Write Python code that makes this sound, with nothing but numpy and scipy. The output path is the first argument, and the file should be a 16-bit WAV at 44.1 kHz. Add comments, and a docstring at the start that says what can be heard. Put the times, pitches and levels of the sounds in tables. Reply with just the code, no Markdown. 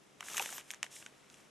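"""Gloved hands on a paper carton

Close to a camera microphone in a quiet room, hands in thin plastic gloves turn a paper carton.
The film slides over the coated board as a hiss and rasp of dense random slips with small ticks;
its creases snap as struck resonances, and the hollow box rings briefly as damped tones.
Sparse echoes give the nearby reflections and the walls; a faint wavering hum and hiss fill the room."""
import sys
import numpy as np
from scipy import signal
from scipy.fft import rfft, irfft
from scipy.io import wavfile
from scipy.ndimage import uniform_filter1d

SR = 44100
rng = np.random.default_rng(int(sys.argv[2]) if len(sys.argv) > 2 else 0)


def unload_audio(sound):
    """Save the sound as a 16-bit wav file, at the path given as the first command line argument."""
    columns = np.transpose(np.atleast_2d(sound))
    # keep every value between -1 and 1, then stretch to whole-number steps
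    steps = np.round(np.clip(columns, -1, 1) * 32767)
    wavfile.write(sys.argv[1], SR, steps.astype(np.int16))


N = 66150  # length in samples

# Film sliding on the board: start_s, hiss_level_db, rasp_level_db
SLIDE_LEVELS = [(.17, -77, -99), (0.204, -70.5, -59.5), (.24, -56.5, -58.5), (.28, -49, -56),
                (0.342, -48, -51), (0.377, -41, -48.5), (0.402, -49.5, -48), (0.422, -39.5, -48.5),
                (0.448, -47.5, -51.5), (.57, -49, -56.5), (0.596, -53.5, -52), (0.632, -67, -67),
                (.69, -63.5, -67), (.713, -56.5, -61), (0.749, -65.5, -61), (.825, -82, -79),
                (0.843, -59.5, -54.5), (0.886, -72, -69), (.905, -67, -66.5), (.915, -56, -63),
                (.96, -50, -66.5), (1.01, -56, -65.5), (1.11, -72.5, -69), (1.28, -73.5, -71),
                (1.34, -65.5, -71), (1.387, -67.5, -65), (1.5, -76, -75)]
# Top treble of the slide, over the hiss level: start_s, level_db
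SHEEN_LEVELS = [(.22, -22), (.38, -7.5), (.5, -15.5), (.575, -1.5), (.62, -28), (.72, -9.5), (.9, -40)]
# Colour of the film's bright hiss: frequency_hz, level_db
HISS_COLOUR = [(1500, -39), (3000, -1.5), (4500, -4.5), (5500, 0), (7000, 1), (9500, -3), (12000, -9),
               (12900, -16), (13200, -61)]
# Colour of the board's lower rasp: frequency_hz, level_db
RASP_COLOUR = [(60, -57), (200, -8.5), (400, 0), (800, -3), (1500, 0.5), (2700, 1.5), (3600, -5.5),
               (4500, 0), (7000, -42)]
# Creases of the film snapping: start_s, peak_db, pitch_hz, sharpness (pitch over bandwidth),
# bright_db (over the low ring), flurry_db (over the first slip)
CREASE_SNAPS = [(0.2067, -31, 2970, 2.3, -4, -7), (0.227, -36.5, 1600, 2.3, -14, -11),
                (.2850, -32, 1700, 2.5, -13, -26), (0.3007, -31, 2900, 1.7, 5, -24),
                (0.3347, -27.5, 1900, 0.76, 5, -33), (0.3458, -30.5, 1330, 4.2, -1.5, -20),
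                (.3690, -22, 2950, 1.3, 1.5, -16), (0.3729, -23.5, 2700, 1.5, -3, -9),
                (0.3792, -21.5, 2130, 0.58, -7.5, 6.5), (0.3959, -20, 2690, 5.3, -8, -11),
                (0.4244, -25, 2500, 0.78, -13, -26), (0.4595, -25, 2760, 0.94, -10.5, 3),
                (0.491, -35.5, 1440, 3, -10, -22), (0.5267, -30.5, 1530, 0.63, -1, -15.5),
                (0.5814, -28.5, 1900, 1.6, -1, -16), (.5968, -42, 2520, 1.8, -6, -32.5),
                (0.7056, -23, 2760, 0.98, -8.5, -24), (0.7121, -28.5, 2680, 0.94, 4, 0.5),
                (0.7369, -31.5, 1900, 0.73, -9, -17.5), (0.7451, -32, 2220, 1.4, 3, -22),
                (0.8295, -16.5, 2310, 1.7, -2, -18), (.8412, -32, 1590, 0.63, -19, -18),
                (0.8445, -39, 2800, 3.7, 3, -13), (0.8646, -38, 1860, 2.5, -7, -17),
                (0.964, -40.5, 2420, 3, -14, -13), (1.0257, -38.5, 2040, 0.88, -20, -12.5),
                (1.0626, -33, 3290, 1.7, -4.5, -13), (1.3003, -40.5, 3480, 1.4, -10, -16),
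                (1.342, -41.5, 3270, 2.6, -0.5, -14)]
# The hollow box thumped by a shifting finger: start_s, level_db, pitch_hz, t60_s
BOX_THUMPS = [(0.2078, -25.5, 1130, 0.0047), (0.3968, -19.5, 1480, 0.0049), (.3988, -25, 850, 0.018),
              (.404, -28, 840, 0.03), (.417, -41, 474, 0.048), (.4603, -27.5, 700, 0.0042),
              (.527, -41, 760, 0.02), (0.5825, -32.5, 950, 0.0063), (.843, -51.5, 475, 0.02),
              (1.063, -44.5, 400, 0.012), (1.0625, -37.5, 1510, 0.017), (1.063, -30.5, 2270, 0.0074),
              (1.124, -42, 390, 0.0074)]
# Colour of the reflections, opposite in the two ears: frequency_hz, level_db
SIDE_COLOUR = [(500, -22), (2500, -28), (6000, -16), (12000, -10)]
# Colour of the room hiss: frequency_hz, level_db
ROOM_COLOUR = [(20, -18.5), (60, -14), (130, -7), (300, -2), (500, -6), (900, -9), (2500, -14.5),
               (5000, -16), (10500, -27), (11800, -26.5), (12500, -84)]
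# Left-right likeness of the room hiss: frequency_hz, likeness (0 to 1)
ROOM_LIKENESS = [(50, 0.49), (1000, 0.09), (3000, 0.69), (10000, 0.38)]
# Partials of the hum: multiple of HUM_HZ, level_db
HUM_PARTIALS = [(2, -79), (3, -79.5), (6, -83)]

HISS_SLIPS_PER_S, HISS_SPREAD_DB = 14000, 1.5
RASP_SLIPS_PER_S, RASP_SPREAD_DB = 3700, 3
FLICKER_DB, FLICKER_S = 1.5, 0.0055  # the pressure of the fingers is uneven
SHEEN_BAND_HZ = [11570, 13330]  # the top treble
CRINKLES_PER_S, CRINKLE_DB = 260, -4  # level over the coloured rasp
CRINKLE_LOW_HZ, CRINKLE_HIGH_HZ, CRINKLE_PATCHES = 700, 5600, 12
CRINKLE_DECAY_CYCLES = 0.75  # cycles for a tick to fall to 1/e
BRIGHT_HZ, BRIGHT_WIDTH_HZ = 5935, 2170
AIR_HZ, AIR_WIDTH_HZ = 11020, 4100
AIR_DB, AIR_PER_FLURRY = -1.5, 0.7  # over the bright part; dB added per dB of flurry
SNAP_HOLD_S, SNAP_T60_S, SNAP_TOP_HZ = 0.00059, 0.0093, 12160
THUMP_RISE_S = 0.00062
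LOW_CUT_HZ = 95
NEAR_DB, NEAR_T60_S = 2.5, 0.0092
WALLS_DB, WALLS_T60_S = -19, 0.19
ROOM_DB, HUM_HZ, HUM_WAVER = -63.5, 68.17, 0.01043  # waver is an RMS share of the pitch
NOTCH_HZ, NOTCH_WIDTH_HZ, NOTCH_SHARE = 4430, 1300, 0.52  # the microphone's dip
EDGE_HZ = 14400


def amp(db):
    """Turns decibels into an amplitude factor."""
    return 10 ** (np.asarray(db, float) / 20)


def evened(x):
    """Scales a signal to unit RMS."""
    return x / np.sqrt(np.mean(x ** 2) + 1e-20)


def read(points, hz):
    """Reads a spectrum table along a logarithmic frequency axis."""
    f, value = np.transpose(points)
    return np.interp(np.log(hz + 1), np.log(f + 1), value)


def colour(x, points):
    """Filters by a spectrum table."""
    gain = amp(read(points, np.fft.rfftfreq(N, 1 / SR)))
    return irfft(rfft(x) * gain, N)


def add(mix, start_s, sound):
    """Lays a sound into the mix, cut off at the end."""
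    part = mix[round(start_s * SR):][:len(sound)]
    part += sound[:len(part)]


def ring(x, hz, width_hz):
    """A two-pole resonance."""
    return signal.lfilter(*signal.iirpeak(hz, hz / width_hz, SR), x)


def butter(x, order, hz, kind):
    """A Butterworth filter."""
    return signal.sosfilt(signal.butter(order, hz, kind, fs=SR, output="sos"), x)


def slips(per_s, spread_db):
    """Random tiny slips of either sign; a few are larger."""
    size_db = spread_db * np.minimum(rng.exponential(1, N), 4)
    size = amp(size_db) * rng.choice([-1., 1.], N)
    return size * (rng.random(N) < per_s / SR)


def slide():
    """Dense slips of film on board: a bright hiss, its top treble, and a lower rasp with small ticks."""
    t = np.arange(N) / SR
    start_s, hiss_db, rasp_db = np.transpose(SLIDE_LEVELS)
    hiss_db = np.interp(t, start_s, hiss_db)
    rasp_db = np.interp(t, start_s, rasp_db)
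    sheen_db = hiss_db + np.interp(t, *np.transpose(SHEEN_LEVELS))
    uneven = uniform_filter1d(rng.standard_normal(N), round(FLICKER_S * SR))
    flicker_db = FLICKER_DB * evened(uneven)

    film = slips(HISS_SLIPS_PER_S, HISS_SPREAD_DB)
    hiss = evened(colour(film, HISS_COLOUR))
    sheen = evened(butter(film, 8, SHEEN_BAND_HZ, "bandpass"))
    board = slips(RASP_SLIPS_PER_S, RASP_SPREAD_DB)
    rasp = evened(colour(board, RASP_COLOUR)) + amp(CRINKLE_DB) * crinkles()
    return hiss * amp(hiss_db + flicker_db) + sheen * amp(sheen_db) + rasp * amp(rasp_db)


def crinkles():
    """Small random ticks as fast-damped sines, each patch of film with its own pitch."""
    out, t = np.zeros(N), np.arange(300) / SR
    for hz in np.geomspace(CRINKLE_LOW_HZ, CRINKLE_HIGH_HZ, CRINKLE_PATCHES):
        tick = np.sin(2 * np.pi * hz * t) * np.exp(-t * hz / CRINKLE_DECAY_CYCLES)
        starts = slips(CRINKLES_PER_S / CRINKLE_PATCHES, 2.9)
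        out += signal.oaconvolve(starts, tick / np.linalg.norm(tick))[:N]
    return evened(out)


def snaps():
    """Each crease gives one sharp slip and a short flurry, ringing low in the board and bright in the film."""
    out, t = np.zeros(N), np.arange(900) / SR
    fade_db = -60 * np.maximum(t - SNAP_HOLD_S, 0) / SNAP_T60_S
    noises = rng.standard_normal((len(CREASE_SNAPS), len(t)))
    for (start_s, peak_db, hz, sharpness, bright_db, flurry_db), noise in zip(CREASE_SNAPS, noises):
        drive = (t == 0) + noise * amp(flurry_db + fade_db)
        width_hz = hz / max(sharpness, .6)
        low = ring(ring(drive, hz, width_hz), hz, 2 * width_hz)
        bright = drive
        for widening in (2, 2, 1):
            bright = ring(bright, BRIGHT_HZ, widening * BRIGHT_WIDTH_HZ)
        air = ring(ring(drive, AIR_HZ, AIR_WIDTH_HZ), AIR_HZ, AIR_WIDTH_HZ)
        air_db = bright_db + AIR_DB + AIR_PER_FLURRY * flurry_db
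        parts = [(0, low), (bright_db, bright), (air_db, air)]
        snap = sum(amp(db) * part / np.linalg.norm(part) for db, part in parts)
        add(out, start_s, amp(peak_db) * snap / abs(snap).max())
    return butter(out, 10, SNAP_TOP_HZ, "lowpass")


def thumps():
    """Soft-starting damped tones of the hollow box."""
    out, t = np.zeros(N), np.arange(2500) / SR
    rise = 1 - np.exp(-t / THUMP_RISE_S)
    for start_s, level_db, hz, t60_s in BOX_THUMPS:
        fade = amp(level_db - 60 * t / t60_s)
        add(out, start_s, fade * rise * np.sin(2 * np.pi * hz * t))
    return out


def echoes(t60_s):
    """Reflections as sparse taps of random sign dying away, with unit total energy."""
    t = np.arange(SR // 4) / SR
    taps = rng.choice([-1., 1.], len(t)) * (rng.random(len(t)) < .1)
    taps = taps * amp(-60 * t / t60_s) * (t > .0006)
    return taps / np.linalg.norm(taps)


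def room():
    """Steady hiss, partly alike left and right, and a hum of wavering harmonics."""
    a, b = rfft(rng.standard_normal((2, N)))
    same = np.clip(read(ROOM_LIKENESS, np.fft.rfftfreq(N, 1 / SR)), 0, 1)
    right = same * a + np.sqrt(1 - same ** 2) * b
    hiss = evened(colour(irfft(np.array([a, right]), N), ROOM_COLOUR))

    waver = evened(uniform_filter1d(rng.standard_normal(N), 4000))
    turn = 2 * np.pi * np.cumsum(HUM_HZ * (1 + HUM_WAVER * waver)) / SR
    hum = np.zeros(N)
    for multiple, level_db in HUM_PARTIALS:
        phase = 2 * np.pi * rng.random()
        hum += amp(level_db) * np.sqrt(2) * np.sin(multiple * turn + phase)
    return (amp(ROOM_DB) * hiss + hum) * amp([[.8], [-.8]])  # slightly louder left


def scene():
    """Hands near the centre, reflections spread to the sides, then walls and room."""
    hits = snaps() + thumps()
    hands = butter(slide() + hits, 4, LOW_CUT_HZ, "highpass")
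    near = amp(NEAR_DB) * signal.fftconvolve(hits, echoes(NEAR_T60_S))[:N]
    side = colour(slide() + near, SIDE_COLOUR)  # a second, independent draw of the slips
    walls = np.array([signal.fftconvolve(hands, echoes(WALLS_T60_S))[:N] for ear in range(2)])
    direct = hands * amp([[.2], [-.2]])
    return direct + side * np.array([[1], [-1]]) + amp(WALLS_DB) * walls + room()


def record(dry):
    """The microphone's dip in the lower treble, then the band limit."""
    dipped = dry - NOTCH_SHARE * ring(dry, NOTCH_HZ, NOTCH_WIDTH_HZ)
    band_limit = signal.firwin(511, EDGE_HZ, window=("kaiser", 9), fs=SR)
    return signal.oaconvolve(dipped, band_limit[None], "same")


dry = scene()
out = record(dry)
unload_audio(out)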